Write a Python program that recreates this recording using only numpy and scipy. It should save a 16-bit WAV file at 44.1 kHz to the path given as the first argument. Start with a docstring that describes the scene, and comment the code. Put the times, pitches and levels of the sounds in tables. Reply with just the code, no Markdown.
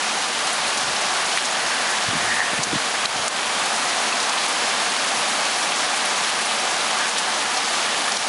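"""Paved lot and concrete building shell in heavy rain, heard from an open window.
Far drops merge into a wash; nearer ones patter, splash and trap ringing bubbles in puddles.
Run-off gushes into the puddles. A few drops burst on the sill; the loudest duck the limiter.
The hand-held microphone tilts once, shading the near rain, with a rub, soft bumps and rumble."""
import sys
import numpy as np
from scipy import signal
from scipy.fft import rfft, irfft
from scipy.io import wavfile
from scipy.ndimage import uniform_filter1d

SR = 44100
rng = np.random.default_rng(int(sys.argv[2]) if len(sys.argv) > 2 else 0)


def materialize(psi):
    """Save the field psi as 16-bit PCM at rate SR to the path in sys.argv[1].

    A 1-D psi becomes a single channel; in a 2-D psi each row is a channel.
    """
    bounded = np.clip(np.atleast_2d(psi).T, -1, 1)
    quanta = np.round(bounded * 32767).astype(np.int16)
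    wavfile.write(sys.argv[1], SR, quanta)


N = 365148
TIME_S = np.arange(N) / SR
BIN_HZ = np.maximum(np.arange(N // 2 + 1) * SR / N, 1)

# downpour strength: t/s, level/dB
RAIN_LEVEL = [(0, -24), (.3, -25), (.55, -23.5), (1.7, -24), (2.0, -23.5), (2.8, -24), (3.7, -23),
              (5.6, -23), (6.4, -23.5), (8.28, -23.5)]
# far rain: f/Hz, relative level/dB
WASH_SPECTRUM = [(25, -73), (60, -39), (120, -20), (210, -9.5), (320, -6.5), (430, -8.2), (620, -3.5),
                 (800, -1), (1150, -1.5), (2000, -6), (4200, -9), (6500, -13), (7800, -14.5),
                 (11000, -16.5)]
# hollow ring of yard and open concrete rooms: f/Hz, width/Hz, gain/dB
YARD_RESONANCES = [(218, 22, 3), (322, 50, -4), (380, 23, 0.5), (428, 20, -2), (478, 46, 2.6),
                   (524, 35, -3), (594, 45, 2.5), (667, 24, -4), (736, 62, 3), (893, 29, 5), (918, 78, -3),
                   (1173, 56, 2), (1360, 43, -1), (1710, 400, 2), (2000, 120, 0), (2300, 140, 1.5),
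                   (4600, 300, 1), (6580, 360, 2.5)]
# near rain: f/Hz, relative level/dB
PATTER_SPECTRUM = [(200, -29), (700, -6), (1500, -2), (3200, 1), (6000, -3), (8000, -7.5), (11000, -7)]
# air on the microphone: t/s, level/dB
AIR_LEVEL = [(0, -66), (.8, -59), (4.6, -63), (5.2, -66), (8.28, -68)]
# grip shifts on the case: centre t/s, level/dB, half-length/s
GRIP_SWELLS = [(.65, -55, .12), (0.89, -46, 0.077), (2.1, -41, 0.052), (2.3, -45, 0.14), (2.7, -46, .08),
               (3.04, -49, .05), (3.2, -49, .05), (3.468, -51, .06), (3.82, -60, .09), (4.73, -53, .04)]
# air and grip rumble: f/Hz, relative level/dB
RUMBLE_SPECTRUM = [(20, -27), (50, -6), (85, 0), (140, 4), (300, -27)]
# bursts on the sill: t/s, crack level/dB, spray level/dB, f/Hz, spray width/f, spray decay/s
SILL_DROPS = [(.467, -15, -23, 4500, .9, .024), (.526, -12, -24, 8900, .54, .018),
              (.773, -9, -16, 6000, .35, .004), (1.372, -18, -12, 1600, .55, .004),
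              (1.381, -16, -18.5, 3100, .45, .014), (1.4262, -6, -25, 8000, .6, .0025),
              (1.453, -2.5, -18, 6300, .28, .007), (2.6325, -1.5, -12.3, 6000, .5, .007),
              (3.0548, -.5, -8.5, 3900, .45, .0024), (3.2812, 1, -16.3, 7400, .55, .0045),
              (3.656, -13, -23, 7800, .5, .005), (4.199, -18, -20, 5000, .5, .008),
              (4.224, -16, -20, 6800, .25, .005), (4.292, -12, -20.5, 5300, .8, .0055),
              (4.9635, -14, -18, 3400, .74, .007), (5.041, -12, -24, 8200, .5, .005),
              (5.449, -16, -21, 4500, .4, .005), (6.05, -9, -21.5, 8800, .55, .0069),
              (7.091, -6, -19, 7600, .6, .004), (7.179, -14, -17.5, 5400, 1.1, .012),
              (7.5719, -5, -14, 5500, .13, .003), (8.075, -18, -20, 2000, .5, .011),
              (8.088, -10, -25, 10300, .15, .005), (8.1175, -8, -14, 4900, 0.49, .004),
              (8.1695, -0.5, -12.5, 5000, .6, .0026)]
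# run-off into puddles: centre t/s, level/dB, half-length/s, f/Hz, width/Hz
RUNOFF_GUSHES = [(.475, -28, 0.024, 997, 400), (1.174, -30, 0.065, 1102, 600),
                 (3.03, -28.5, 0.039, 1226, 200), (4.135, -27, 0.027, 843, 300),
                 (4.297, -28, 0.027, 980, 330), (6.666, -28, 0.056, 818, 298),
                 (6.965, -25.5, 0.028, 958, 350), (7.038, -29, 0.045, 1604, 250)]
# close drips trapping a bubble: t/s, level/dB, f/Hz, decay/s
DRIP_PLINKS = [(.6474, -16, 2500, .004), (4.1245, -12, 2600, .0042), (4.126, -20, 4440, .004),
               (4.242, -16, 3870, .005), (6.1754, -20, 6450, .007)]
# rub, loose to gripping to released: centre t/s, level/dB, half-length/s, width/Hz
RUB_SWELLS = [(1.85, -30, .25, 300), (2.26, -29.5, 0.12, 300), (2.315, -24, 0.033, 170),
              (2.405, -24, 0.091, 160), (2.535, -31.5, 0.054, 240)]
# hand on the case: t/s, level/dB, f/Hz
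CASE_BUMPS = [(2.08, -20, 120), (2.131, -21, 260), (2.151, -22, 175), (2.164, -22, 180),
              (2.226, -23.5, 200), (2.530, -23, 230), (2.587, -20, 170), (2.594, -24, 149),
              (2.666, -22, 250), (2.729, -15, 275), (2.735, -19, 244), (2.754, -17, 230), (3.155, -27, 150)]
# skin on the case: f/Hz, relative level/dB
RUSTLE_SPECTRUM = [(30, -29), (90, -8), (200, -4), (350, -14), (800, -16), (3000, -50)]


def from_db(db):
    """Decibels to gain."""
    return 10 ** (np.asarray(db) / 20)


def unit_rms(x):
    """Scale to rms 1."""
    return x / np.sqrt(np.mean(x ** 2) + 1e-20)


def curve(rows):
    """Breakpoints to one value per sample."""
    return np.interp(TIME_S, *np.transpose(rows))


def swell(centre_s, half_s):
    """Gaussian envelope: peak 1, 1/e at half_s either side."""
    return np.exp(-np.minimum(((TIME_S - centre_s) / half_s) ** 2, 50))


def coloured(x, spectrum, resonances=()):
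    """Apply a smooth spectrum plus peaks and dips; rms 1."""
    hz, db = np.transpose(spectrum)
    shape_db = np.interp(np.log(BIN_HZ), np.log(hz), db)
    for centre_hz, width_hz, gain_db in resonances:
        shape_db += gain_db / (1 + (2 * (BIN_HZ - centre_hz) / width_hz) ** 2)
    return unit_rms(irfft(rfft(x) * from_db(shape_db), N))


def drift(corner_hz):
    """Low-passed noise; rms 1."""
    return unit_rms(irfft(rfft(rng.standard_normal(N)) / (1 + (BIN_HZ / corner_hz) ** 2), N))


def noise_band(hz, width_hz):
    """Noise around a steady or moving pitch; rms 1."""
    phase = 2 * np.pi * np.cumsum(hz * np.ones(N)) / SR
    return unit_rms(drift(width_hz) * np.cos(phase) + drift(width_hz) * np.sin(phase))


def resonate(x, hz, width_hz):
    """Two-pole resonator, peak gain 1."""
    radius = np.exp(-np.pi * width_hz / SR)
    feedforward = np.array([1, 0, -1]) * (1 - radius ** 2) / 2
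    feedback = [1, -2 * radius * np.cos(2 * np.pi * hz / SR), radius ** 2]
    return signal.lfilter(feedforward, feedback, x + 1e-18)


def low_cut(x, hz, order=3):
    """Maximally flat high-pass."""
    return signal.sosfilt(signal.butter(order, hz, "high", fs=SR, output="sos"), x)


def impacts(per_s, spread_db):
    """Random drop impulses: many small, few large."""
    sizes = from_db(spread_db * np.minimum(rng.exponential(1, N), 4))
    return sizes * (rng.random(N) < per_s / SR)


def wash(flutter_db):
    """Countless far drops merge into a roar, coloured by the yard."""
    roar = coloured(rng.standard_normal(N), WASH_SPECTRUM, YARD_RESONANCES)
    return roar * from_db(flutter_db * drift(corner_hz=6.6))


def plops(per_s, spread_db, decay_cycles, chirp, size=2048):
    """Drops trap bubbles in puddles; each rings a few cycles, pitch rising slightly."""
    out, age_s = np.zeros(N + size), np.arange(size) / SR
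    sizes = impacts(per_s, spread_db)
    pitches_hz = 650 * 2 ** (2.3 * rng.random(N) ** 1.498)
    for at in np.flatnonzero(sizes):
        cycles = pitches_hz[at] * age_s
        ring = np.sin(2 * np.pi * cycles * (1 + chirp * cycles / decay_cycles))
        out[at:at + size] += sizes[at] * ring * np.exp(-cycles / decay_cycles)
    return unit_rms(low_cut(out[:N], hz=556))  # small bubbles radiate no bass


def patter(per_s, spread_db, width_ratio, bands=12):
    """Near drops tick for a cycle or two, pitched by their size and the puddle hit."""
    ticks = impacts(per_s, spread_db) * rng.choice([-1, 1], N)
    tick_band = rng.integers(0, bands, N)
    out = np.zeros(N)
    for band, hz in enumerate(np.geomspace(900, 10500, bands)):
        out += resonate(ticks * (tick_band == band), hz, width_ratio * hz)
    return coloured(out, PATTER_SPECTRUM)


def splashes(per_s, spread_db, decay_s, droplets_per_s, bands=6):
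    """Fat drops throw short showers of droplets, each with its own brightness."""
    out = np.zeros(N)
    pole = np.exp(-2 / (decay_s * SR))
    for hz in np.geomspace(2400, 9800, bands):
        hits = impacts(per_s / bands, spread_db)
        energy = signal.lfilter([1], [1, -pole], hits ** 2 + 1e-18)
        droplets = rng.standard_normal(N) * (rng.random(N) < droplets_per_s / SR)
        out += resonate(np.sqrt(energy) * droplets, hz, width_hz=0.29 * hz)
    return coloured(out, PATTER_SPECTRUM)


def rumble():
    """Air brushes the microphone; grip shifts swell over it."""
    air_power = from_db(curve(AIR_LEVEL)) ** 2
    grip_power = sum((from_db(db) * swell(t_s, half_s)) ** 2 for t_s, db, half_s in GRIP_SWELLS)
    return np.sqrt(air_power + grip_power) * coloured(rng.standard_normal(N), RUMBLE_SPECTRUM)


def sill_drops(crack_decay_s=0.000138, spray_delay_s=0.0021, spray_attack_s=0.0005, size=4096):
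    """A drop cracks on the sill, then breaks into spray around the same pitch."""
    out, age_s = np.zeros(N + size), np.arange(size) / SR
    spray_age_s = np.maximum(age_s - spray_delay_s, 0)
    for t_s, crack_db, spray_db, hz, width_ratio, decay_s in SILL_DROPS:
        at = int(t_s * SR)
        crack = np.sin(2 * np.pi * hz * age_s) * np.exp(-age_s / crack_decay_s)
        spray = unit_rms(resonate(rng.standard_normal(size), hz, width_ratio * hz))
        envelope = np.exp(-spray_age_s / decay_s) * (1 - np.exp(-spray_age_s / spray_attack_s))
        out[at:at + size] += from_db(crack_db) * crack + from_db(spray_db) * spray * envelope
    return low_cut(out[:N], hz=420, order=2)


def gushes():
    """Run-off hits a puddle: a crowd of like-sized bubbles swells and dies."""
    bubbles = sum(from_db(db) * swell(t_s, half_s) * noise_band(hz, width_hz)
                  for t_s, db, half_s, hz, width_hz in RUNOFF_GUSHES)
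    return low_cut(bubbles, hz=490)


def plinks(attack_s=0.0012, rise_per_s=1.5, size=4096):
    """A close drip traps one bubble; its clear pitch climbs slightly as it surfaces."""
    out, age_s = np.zeros(N + size), np.arange(size) / SR
    for t_s, db, hz, decay_s in DRIP_PLINKS:
        at = int(t_s * SR)
        ring = np.sin(2 * np.pi * hz * age_s * (1 + rise_per_s * age_s / 2))
        envelope = np.exp(-age_s / decay_s) * (1 - np.exp(-age_s / attack_s))
        out[at:at + size] += from_db(db) * ring * envelope
    return out[:N]


def rub(top_hz=1835, sag_hz=129.2, slip_hz=110, rough_db=2):
    """Stick-slip feeds one resonance: broad when loose, a rasping half-whistle when gripping."""
    pitch_hz = top_hz - sag_hz * (1 - swell(centre_s=2.39, half_s=0.2))
    slips = unit_rms(from_db(rough_db * drift(slip_hz)))
    resonance = sum(from_db(db) * swell(t_s, half_s) * noise_band(pitch_hz, width_hz)
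                    for t_s, db, half_s, width_hz in RUB_SWELLS)
    return slips * resonance


def bumps(attack_cycles, size=4096):
    """A fingertip pushes the case, which swings about twice and passes little deep bass."""
    out, age_s = np.zeros(N + size), np.arange(size) / SR
    for t_s, db, hz in CASE_BUMPS:
        at = int(t_s * SR)
        push = (age_s * hz / attack_cycles) ** 2
        envelope = push * np.exp(1 - push)
        out[at:at + size] += from_db(db) * envelope * np.sin(2 * np.pi * hz * age_s)
    return low_cut(out[:N], hz=116)


def rustle(knocks, smear_s):
    """Skin drags on the case around each bump."""
    envelope = np.sqrt(np.abs(uniform_filter1d(knocks ** 2, int(smear_s * SR))))
    return envelope * coloured(rng.standard_normal(N), RUSTLE_SPECTRUM)


def scene():
    """Rain layers following the downpour, close water and hand noise; mono."""
    rain_db = curve(RAIN_LEVEL)
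    tilt_shade_db = 2.5 * swell(centre_s=3.15, half_s=0.83)  # up, away from the wet ground, and back
    near_db = rain_db - tilt_shade_db
    far = from_db(rain_db + 0.5) * wash(flutter_db=0.25)
    puddles = from_db(rain_db - 11) * plops(per_s=260, spread_db=1.5, decay_cycles=8.4, chirp=0.0065)
    near = from_db(near_db - 6) * patter(per_s=3600, spread_db=0.5, width_ratio=0.98)
    spray = from_db(near_db - 7.5) * splashes(per_s=130, spread_db=2, decay_s=0.028, droplets_per_s=5000)
    knocks = bumps(attack_cycles=0.75)
    hand = knocks + from_db(-4.5) * rustle(knocks, smear_s=0.033) + rub() + rumble()
    return (far + puddles + near + spray + gushes() + plinks() + sill_drops() + hand)[None]


def limiter(x, ceiling_db, attack_s, release_s):
    """A peak over the ceiling slips through and ducks the gain, which creeps back."""
    excess_db = np.maximum(20 * np.log10(np.abs(x) + 1e-9) - ceiling_db, 1e-9)
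    release = TIME_S / release_s
    held_db = np.exp(np.maximum.accumulate(np.log(excess_db) + release, axis=-1) - release)
    pole = np.exp(-1 / (attack_s * SR))
    duck_db = signal.lfilter([1 - pole], [1, -pole], held_db)
    return x * from_db(-duck_db)


def record(dry):
    """Full-band limiter, then steep low-pass."""
    limited = limiter(dry, ceiling_db=-9.5, attack_s=0.003, release_s=0.042)
    cutoff_hz = 11000
    return signal.sosfilt(signal.ellip(18, 0.1, 90, cutoff_hz, fs=SR, output="sos"), limited)


dry = scene()
out = record(dry)
materialize(out)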